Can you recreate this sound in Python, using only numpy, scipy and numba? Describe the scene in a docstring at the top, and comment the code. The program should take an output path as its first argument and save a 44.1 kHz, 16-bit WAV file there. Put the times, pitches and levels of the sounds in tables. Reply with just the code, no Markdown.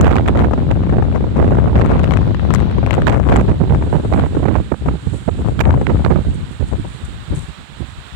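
"""A phone is carried round a plastic-sheet tent in a pine wood. From the start, gusts give each of its
two microphone ports its own turbulence: big eddies rumble, small ones flutter and crackle, and the peaks
overload the recorder. The pine crowns hiss behind; from about 3 s the sheeting's soft rustle grows.
Between 4.4 and 6.1 s the right channel's hiss and wind drop out briefly four times after hard blows.
Then the wind eases to scattered puffs over the hiss and the faint crinkling of the plastic."""
import sys
import numpy as np
from scipy import signal
from scipy.fft import rfft, irfft, next_fast_len
from scipy.io import wavfile
from scipy.ndimage import uniform_filter1d, minimum_filter1d
from numba import njit

SR = 44100
rng = np.random.default_rng(int(sys.argv[2]) if len(sys.argv) > 2 else 0)


def master(y):
    """Save y as 16-bit WAV."""
    cut = np.clip(np.atleast_2d(y).T, -1, 1)
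    pcm = np.round(cut * 32767)  # scale
    wavfile.write(sys.argv[1], SR, pcm.astype(np.int16))


N = 359415
T = np.arange(N) / SR
FULL_FLOW_DB = -15.5  # a flow weaker than this comes in fits and starts

# a port's response to a pressure step, and the fizz of its own resonance: (frequency [Hz], gain [dB])
SNAP_SPECTRUM = [(100, -16.5), (400, 10), (1200, 12.5), (2500, 3), (4000, -9.5), (5500, -30), (7800, -23.5),
                 (10500, -42), (15000, -37)]
FIZZ_SPECTRUM = [(2000, -22.5), (5000, -0.5), (7800, 9), (10500, -10.5), (14500, -10.5), (16500, -17.5)]


def undb(db):
    """Amplitude ratio: a factor of ten for every 20 dB."""
    return 10 ** (np.asarray(db) / 20)


def curve(table):
    """Linear interpolation of (time [s], value) rows at every sample."""
    return np.interp(T, *np.transpose(table))


def unit(x):
    """Normalisation to rms 1."""
    return x / np.sqrt(np.mean(x ** 2))


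def smooth(x, seconds):
    """Moving average, taken twice for a triangular window."""
    size = max(int(seconds * SR), 1)
    return uniform_filter1d(uniform_filter1d(x, size), size)


def steady(x, seconds):
    """Envelope normalisation: the rms stays near 1 over longer spans, while the quicker grain remains."""
    return x / np.sqrt(np.maximum(smooth(x * x, seconds), 1e-12))


def walk(hz):
    """Random modulation: low-passed noise of rms 1 that changes about hz times a second."""
    return unit(smooth(rng.standard_normal(N), 1 / hz))


def colour(x, spectrum):
    """Minimum-phase filter: folding the cepstrum makes a (frequency [Hz], gain [dB]) response causal."""
    size = 2 * next_fast_len(N // 2 + 4096)
    hz, db = np.transpose(spectrum)
    bin_hz = np.arange(size // 2 + 1) * SR / size
    log_gain = np.interp(np.log(bin_hz + 1), np.log(hz), db) * np.log(10) / 20
    cepstrum = irfft(log_gain)[:size // 2]
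    cepstrum[1:] *= 2
    return irfft(rfft(x, size) * np.exp(rfft(cepstrum, size)))[:N]


def noise(spectrum):
    """Spectral shaping of white noise, at rms 1."""
    return unit(colour(rng.standard_normal(N), spectrum))


def swells(rows):
    """Incoherent bursts (time [s], level [dB], length [s]) add in power; each rises fast, fades softly."""
    power = np.zeros(N)
    for s, db, length in rows:
        near = slice(max(int((s - length) * SR), 0), int((s + 2 * length) * SR))
        age = (T[near] - s) / length
        power[near] += undb(db) ** 2 * np.exp(-np.where(age < 0, (2 * age) ** 8, 2 * age ** 2))
    return power


@njit
def lowpass(x, hz, damping):
    """Damped second-order system: a state-variable low-pass with a moving corner."""
    y, band_state, low_state = np.empty(len(x)), 0., 0.
    for i in range(len(x)):
        g = np.tan(np.pi * hz[i] / SR)
        band = (band_state + g * (x[i] - low_state)) / (1 + g * (g + damping))
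        y[i] = low_state + g * band
        band_state, low_state = 2 * band - band_state, 2 * y[i] - low_state
    return y


def pines():
    """Aerodynamic noise: wind in the far crowns gives a smooth hiss, much stronger on the right."""
    # hiss of the crowns: (time [s], relative level [dB])
    hiss_levels = [(0.0, -45.5), (1.66, -46.5), (2.4, -42.5), (3.64, -44), (4.86, -44.5), (5.98, -44),
                   (6.55, -43), (8.14, -41.5)]
    # its spectrum at each microphone: (frequency [Hz], gain [dB])
    left_spectrum = [(100, -13), (400, -2), (900, 2.5), (2000, -2.5), (3800, -8.5), (5000, -16),
                     (8000, -34.5), (11000, -68.5), (15500, -40)]
    right_spectrum = [(100, -5), (400, -1.5), (600, 2), (900, 4.5), (1500, 5.5), (2200, 0.5), (3800, 1.5),
                      (5000, -11.5), (6500, -18), (9000, -25.5), (11000, -29), (15500, -28.5)]
    hiss = undb(curve(hiss_levels) + 0.48 * walk(9.6))
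    return hiss * np.array([undb(-11) * noise(left_spectrum), undb(5) * noise(right_spectrum)])


def sheeting():
    """Superposed impulses: countless tiny creases tick as the plastic moves, heard mostly on the left."""
    # continuous fine rustle: (time [s], relative level [dB])
    rustle_levels = [(0.0, -67), (2.5, -68.5), (2.75, -81), (3.0, -67), (3.33, -61.5), (3.69, -64),
                     (3.92, -58), (4.91, -61), (5.08, -56), (5.74, -60.5), (7.01, -58.5), (8.14, -60.5)]
    # brief shifts of the sheet: (time [s], relative level [dB], length [s])
    crinkles = [(5.15, -63.5, 0.035), (6.35, -67, 0.022), (6.52, -67, 0.018), (6.68, -68, 0.021),
                (6.92, -71, 0.12), (7.052, -57, 0.008), (7.356, -57.5, 0.015), (7.40, -63, 0.054)]
    # spectra of the two: (frequency [Hz], gain [dB])
    rustle_spectrum = [(4500, -23), (6000, -12), (7300, 4.5), (8200, 1.5), (9200, -1), (10500, -23.5),
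                       (12500, -29.5), (15500, -27)]
    crinkle_spectrum = [(3000, -24), (6000, -5.5), (8000, 6), (9500, 0.5), (11000, -17), (15500, -26)]
    creases = rng.standard_normal((3, N)) * undb(3.6 * rng.standard_normal((3, N)))
    rustle = undb(curve(rustle_levels) + walk(29)) * unit(colour(creases[0], rustle_spectrum))
    shifts = np.sqrt(swells(crinkles)) * undb(2.6 * walk(250))
    left = undb(8) * rustle + undb(19.5) * shifts * unit(colour(creases[1], crinkle_spectrum))
    right = undb(8) * shifts * unit(colour(creases[2], crinkle_spectrum))
    return np.array([left, right])


def crackles(port, snap_db, fizz_db, step_db):
    """Flow separation: air tears off the port's edge with a pressure step, a rattle and a resonant fizz."""
    # single tears: (time [s], port [0 left, 1 right], relative snap level [dB], relative fizz level [dB])
    tears = [(0.012, 0, -11, 0), (0.056, 1, -10, -32), (0.068, 0, -17, -29), (0.128, 1, -13.5, -33),
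             (0.157, 1, -11.5, -15), (0.166, 0, -10.5, -16), (0.184, 1, -11.5, -30), (0.21, 0, -24, -32),
             (0.262, 1, -23, -37), (0.279, 1, -13.5, -12), (0.285, 0, -8.5, -13), (0.374, 0, -15.5, -20),
             (0.392, 0, -15, -20), (0.714, 1, -14, -17), (0.895, 0, -21.5, -33), (1.756, 1, -19.5, -35),
             (1.818, 1, -11, -35), (1.861, 0, -16.5, -14), (1.904, 0, -24, -35), (1.994, 0, -18.5, -16),
             (2.034, 0, -16, -18), (2.043, 1, -16, -35), (2.077, 0, -23, -38), (2.109, 0, -13.5, -22),
             (2.138, 0, -11, -13), (2.172, 0, -11, -13), (2.347, 0, -16.5, -33), (2.396, 0, -19, -33),
             (2.506, 0, -13, -33), (2.539, 0, -12, -1), (2.549, 0, -14.5, -0.5), (2.559, 0, -12.5, -16),
             (2.603, 0, -18.5, -20), (2.713, 0, -22, -41), (2.864, 0, -19, -16), (2.909, 0, -8.5, -10),
             (2.932, 0, -14, -23), (2.941, 0, -12.5, -11), (2.95, 0, -20, -13), (3.02, 0, -16, -21),
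             (3.07, 1, -3.5, -6), (3.083, 1, 0, -24), (3.098, 1, -2.5, 1), (3.124, 1, -7, -36),
             (3.289, 0, -15.5, -22), (3.299, 0, -17, -25), (3.361, 0, -11.5, -8), (3.366, 0, -14, -4),
             (3.399, 1, -16.5, -20), (3.411, 0, -20.5, -14), (4.137, 1, -14, -33), (4.196, 0, -13.5, -31),
             (5.593, 1, -13.5, -34), (5.611, 1, 3.5, -8), (5.654, 1, -4, -40), (5.708, 0, -14, -30),
             (5.869, 1, -11, -44), (6.049, 1, -10.5, -38)]
    rows = [row for row in tears if round(row[1]) == port]
    steps = np.zeros(N)
    for s, _, db, _ in rows:
        steps[int(s * SR)] = undb(db + step_db) * rng.choice([-1, 1])
    snap_envelope = np.sqrt(swells([(s, db, 0.0022) for s, _, db, _ in rows]))
    fizz_envelope = np.sqrt(swells([(s, db, 0.0018) for s, _, _, db in rows]))
    rattle = undb(snap_db) * snap_envelope * steady(noise(SNAP_SPECTRUM), 0.00037)
    fizz = undb(fizz_db) * fizz_envelope * noise(FIZZ_SPECTRUM)
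    return colour(steps, SNAP_SPECTRUM) + rattle + fizz


def sputter(strength, size_db, fizz_db=-28):
    """Repeated flow separation: pressure steps fall at random, more often the harder it blows."""
    tears_per_s = 50 * np.minimum(10 * strength, 2) ** 2.8 * undb(6 * walk(35))
    tears = rng.random(N) < tears_per_s / SR
    sizes = rng.uniform(-0.84, 1, N) * undb(size_db)
    steps = tears * sizes * np.minimum(strength, 1 / 8)
    return colour(steps, SNAP_SPECTRUM) + undb(fizz_db) * colour(steps, FIZZ_SPECTRUM)


def airflow(port, flow, attack_s=0.0079, release_s=0.034):
    """Power addition: steady flow and gusts sum to the strengths of the big and the small eddies."""
    # gusts: (time [s], port [0 left, 1 right], length [s], relative rumble [dB], relative flutter [dB])
    gusts = [(0.026, 1, 0.16, -9.5, -14.5), (0.246, 1, 0.041, -19, -20.5), (0.346, 1, 0.098, -14.5, -21),
             (0.353, 0, 0.078, -33, -20), (0.924, 1, 0.074, -17, -24.5), (1.375, 1, 0.16, -14.5, -21.5),
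             (1.754, 1, 0.016, -9, -25.5), (1.917, 1, 0.033, -14, -24.5), (1.745, 0, 0.42, -15, -19.5),
             (2.478, 0, 0.093, -8, -19), (2.905, 0, 0.06, -25, -17), (3.063, 1, 0.1, -11, -15),
             (3.099, 0, 0.049, -33, -20), (3.282, 1, 0.13, -10, -18), (3.293, 0, 0.096, -20, -17.5),
             (3.476, 1, 0.028, -7.5, -20), (3.592, 1, 0.035, -11.5, -19.5), (3.689, 1, 0.045, -7.5, -20.5),
             (3.923, 1, 0.046, -13, -19), (4.115, 1, 0.14, -13, -19.5), (4.157, 0, 0.042, -16, -21),
             (4.432, 1, 0.134, -15, -20), (4.554, 1, 0.044, -12.5, -27), (4.718, 1, 0.0075, -12, -34),
             (4.808, 0, 0.11, -16.5, -24.5), (4.864, 1, 0.071, -16, -26), (5.058, 1, 0.015, -10, -33),
             (5.104, 1, 0.04, -18, -34), (5.259, 1, 0.07, -15, -32), (5.367, 1, 0.033, -18.5, -30),
             (5.437, 0, 0.066, -12.5, -19), (5.515, 1, 0.072, -17.5, -29), (5.586, 1, 0.16, -6.5, -20.5),
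             (5.61, 0, 0.16, -11.5, -20.5), (5.769, 1, 0.18, -14.5, -24), (5.923, 0, 0.078, -10, -19.5),
             (6.041, 1, 0.087, -10.5, -22.5), (6.146, 1, 0.05, -12.5, -24.5), (6.073, 0, 0.011, -11, -37),
             (6.26, 1, 0.032, -10.5, -31), (6.408, 0, 0.018, -13.5, -33), (6.502, 1, 0.011, -19, -27.5),
             (6.594, 1, 0.033, -8.5, -26.5), (6.626, 0, 0.068, -27, -39), (6.708, 0, 0.037, -16, -25),
             (6.792, 0, 0.071, -22.5, -29), (6.778, 1, 0.02, -18, -40), (7.022, 0, 0.018, -20.5, -47),
             (7.074, 1, 0.016, -18, -31), (7.14, 0, 0.0092, -25, -48), (7.299, 0, 0.018, -12, -29),
             (7.277, 1, 0.062, -23, -33), (7.36, 0, 0.065, -25, -32.5), (7.48, 1, 0.0066, -18.5, -46),
             (7.796, 1, 0.027, -21, -33), (7.882, 1, 0.076, -30.5, -61), (7.973, 0, 0.014, -29, -52),
             (8.118, 0, 0.018, -23, -50)]
    flow_db = curve(flow)
    big_power = undb(flow_db) ** 2
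    small_power = undb(flow_db - 8) ** 2
    for s, side, length, rumble_db, flutter_db in gusts:
        if round(side) == port:
            gust = np.clip(np.minimum((T - s) / attack_s, 1 - (T - s - length) / release_s), 0, 1)
            big_power += (gust * undb(rumble_db)) ** 2
            small_power += (gust * undb(flutter_db)) ** 2
    return np.sqrt(big_power), np.sqrt(small_power)


def shedding(per_s, wander, gap_db):
    """Vortex shedding: eddies leave the phone's edge at an uneven pace; the gain dips between them."""
    turns = np.cumsum(per_s * np.exp(wander * walk(45.34))) / SR
    return unit(undb(-gap_db * np.sin(np.pi * turns) ** 4))


def eddies(corner_hz, patches, response):
    """Intermittency: pressure jumps of very unequal size; the smallest eddies, above the corner, die out."""
    jumps = rng.standard_normal(N) * undb(7.5 * rng.standard_normal(N)) * patches
    return colour(lowpass(jumps, np.clip(corner_hz, 150, 3000), damping=1.81), response)


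def port_wind(port, flow, rumble_spectrum, response, rumble_db, flutter_db, flap_db,
              base_corner_hz, corner_rise, patchy_db, sputter_db):
    """Turbulent pressure at a port: big eddies rumble, small ones flutter, knots of fast air flap."""
    # hardest knots: (time [s], port [0 left, 1 right], relative level [dB], length [s], corner [Hz])
    buffets = [(0.075, 1, -15, 0.022, 1100), (0.387, 1, -17, 0.0053, 800), (0.536, 0, -8, 0.0055, 480),
               (0.581, 1, -13, 0.0076, 520), (0.712, 1, -6, 0.0039, 790), (0.933, 1, -19.5, 0.0068, 517),
               (0.985, 1, -22, 0.0022, 600), (1.156, 0, -15.5, 0.018, 596), (1.368, 0, -10.5, 0.013, 530),
               (1.396, 1, -14, 0.013, 526), (1.522, 1, -11, 0.0087, 500), (1.571, 1, -13, 0.0046, 450),
               (1.586, 1, -8, 0.0047, 494), (1.677, 1, -14, 0.013, 510), (1.814, 1, -2.5, 0.0017, 1060),
               (1.85, 0, -4, 0.0043, 600), (1.914, 0, -11.5, 0.009, 646), (1.927, 1, -14, 0.012, 550),
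               (2.507, 0, -7.5, 0.0033, 790), (2.671, 0, -15.5, 0.0039, 650), (2.983, 1, -9, 0.0096, 476),
               (3.082, 1, -4, 0.018, 1800), (3.132, 1, -9.5, 0.025, 1300), (3.269, 0, -12, 0.0045, 604),
               (3.34, 0, -5, 0.0034, 650), (3.393, 1, -8, 0.01, 590), (3.516, 1, -8.5, 0.0054, 520),
               (3.869, 1, -18, 0.0048, 477), (3.999, 0, -17, 0.0078, 448), (4.052, 0, -15.5, 0.0082, 480),
               (4.182, 1, -20.5, 0.017, 900), (4.351, 0, -11.5, 0.0066, 423), (4.371, 1, -9.5, 0.0083, 342),
               (4.432, 1, -12.5, 0.0054, 450), (4.721, 1, -2, 0.0059, 366), (4.739, 1, -14, 0.0084, 160),
               (4.862, 0, -15, 0.0061, 500), (4.886, 1, -10, 0.007, 726), (5.073, 1, -10.5, 0.0054, 150),
               (5.141, 1, -20, 0.017, 230), (5.284, 1, -9, 0.012, 405), (5.609, 1, -8.5, 0.012, 2680),
               (5.692, 1, -6.5, 0.013, 435), (5.776, 1, -9, 0.0041, 500), (5.816, 0, -11.5, 0.0067, 450),
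               (5.901, 1, -13.5, 0.017, 700), (6.063, 1, -2.5, 0.0027, 910), (6.111, 1, -10, 0.017, 480),
               (6.164, 1, -11.5, 0.0093, 300), (6.851, 0, -20.5, 0.0068, 470), (7.331, 1, -20, 0.016, 258)]
    big_gain, small_gain = airflow(port, flow)
    big_eddies = steady(noise(rumble_spectrum), 0.017)
    # eddies of all sizes stutter together, more deeply in a weak flow
    slack_db = np.maximum(FULL_FLOW_DB - 20 * np.log10(big_gain), 0)
    stutter_db = 1.85 * walk(19.2) + (1.5 + 0.32 * slack_db) * np.tanh(walk(48))
    rumble = big_eddies * big_gain * undb(rumble_db + stutter_db)
    # small eddies come in patches on the crests of the big ones
    patches = undb(patchy_db * np.minimum(walk(300) + 0.71 * big_eddies, 1.6))
    # faster air makes them louder, smaller and so brighter
    strength = small_gain * undb(np.minimum(stutter_db, 3))
    corner_hz = base_corner_hz * (10 * strength * patches) ** corner_rise
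    flutter = strength * steady(eddies(corner_hz, patches, response), 0.0082)
    flutter *= shedding(per_s=32, wander=0.55, gap_db=10)
    # a knot gives a short flap, dull or bright by the size of its eddies
    s, _, db, length, knot_hz = np.transpose([row for row in buffets if round(row[1]) == port])
    knot_eddies = eddies(np.interp(T, s, knot_hz), np.sqrt(patches), response)
    flaps = np.sqrt(swells(zip(s, db, length))) * steady(knot_eddies, 0.0025)
    return rumble + undb(flutter_db) * flutter + undb(flap_db) * flaps + sputter(small_gain, sputter_db)


def wind_left():
    """Wind shadow: the left port faces the flow at first, then falls into the lee."""
    # steady flow past the port: (time [s], relative level [dB])
    flow = [(0.0, -14), (1.4, -14), (2.3, -15), (3.5, -11.5), (3.59, -22), (3.76, -12.5), (3.91, -21.5),
            (4.13, -23), (4.62, -28), (4.75, -45), (5.001, -31), (5.24, -45), (5.4, -16), (5.56, -26.5),
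            (6.05, -19), (6.42, -28), (6.58, -46), (7.3, -37), (7.65, -50), (8.15, -48)]
    # spectrum of the big eddies, and the port's response to small ones: (frequency [Hz], gain [dB])
    rumble_spectrum = [(25, -12), (46, -10.5), (58, 2.5), (100, -1), (150, -8.5), (230, -17.5),
                       (400, -31.5), (900, -89.5)]
    response = [(60, -18), (150, 2), (250, -1), (1000, -5), (2500, -11), (4000, -22.5), (5200, -13),
                (7800, -7.5), (10500, -16), (15000, -4)]
    air = port_wind(0, flow, rumble_spectrum, response, rumble_db=2, flutter_db=3.5, flap_db=3,
                    base_corner_hz=296, corner_rise=0.74, patchy_db=5.5, sputter_db=16)
    return air + crackles(0, snap_db=-3, fizz_db=-21, step_db=18.5)


def wind_right():
    """Buffeting: turbulence strikes the right port in separate, harder blows."""
    # steady flow past the port: (time [s], relative level [dB])
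    flow = [(0.0, -12.5), (0.8, -21.5), (1.25, -18), (1.9, -17.5), (2.15, -20.5), (2.85, -24), (3.1, -18.5),
            (3.56, -21.5), (3.85, -17), (4.08, -26), (4.449, -14.5), (4.68, -27), (5.22, -35), (5.8, -18.5),
            (6.25, -26), (6.9, -36), (7.7, -43), (8.15, -46)]
    # spectrum of the big eddies, and the port's response to small ones: (frequency [Hz], gain [dB])
    rumble_spectrum = [(25, -26.5), (46, -11.5), (58, -3), (100, -4), (150, -10), (230, -20), (400, -28.5),
                       (900, -91.5)]
    response = [(60, -24), (150, -2.5), (250, -1.5), (1000, -6.5), (2500, -13), (4000, -21.5), (5500, -21),
                (7800, -13), (10500, -22.5), (15000, -5.5)]
    air = port_wind(1, flow, rumble_spectrum, response, rumble_db=1.5, flutter_db=7, flap_db=2.5,
                    base_corner_hz=360, corner_rise=0.88, patchy_db=4, sputter_db=17)
    return air + crackles(1, snap_db=1, fizz_db=-19.5, step_db=12.5)


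def scene():
    """Superposition of wood, tent and wind; the right channel is ducked briefly at four set times."""
    # the right channel's hiss and wind drop out after hard blows: (time [s], length [s])
    dips = [(4.45, 0.0071), (5.302, 0.0079), (5.648, 0.0091), (6.09, 0.013)]
    ducked = np.minimum(swells([(s, 0, length) for s, length in dips]), 1)
    background_left, background_right = pines() + sheeting()
    left = background_left + wind_left()
    right = background_right * undb(-16 * ducked) + wind_right() * undb(-10 * ducked)
    return np.array([left, right])


def limiter(x, threshold, release_s):
    """Peak limiting: the gain falls just ahead of a peak and recovers; soft clipping rounds the rest."""
    # the held peak is the largest of all earlier peaks, each fading at the release rate
    fade = T / release_s
    peak = np.exp(np.maximum.accumulate(np.log(np.abs(x) + 1e-9) + fade) - fade)
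    gain = threshold / np.maximum(peak, threshold)
    x = x * smooth(minimum_filter1d(gain, size=128), 0.0019)
    return x / (1 + (x / 0.92) ** 8) ** (1 / 8)


def record(dry):
    """Band limiting and overload: each microphone has a low cut, its own limiter and a top cut."""
    low_cut = signal.butter(4, 36, "highpass", fs=SR, output="sos")
    top_cut = signal.ellip(8, 0.2, 70, 16200, fs=SR, output="sos")
    limited = np.array([limiter(x, threshold=1.23, release_s=0.18) for x in signal.sosfilt(low_cut, dry)])
    return signal.sosfilt(top_cut, limited)


dry = scene()
out = record(dry)
master(out)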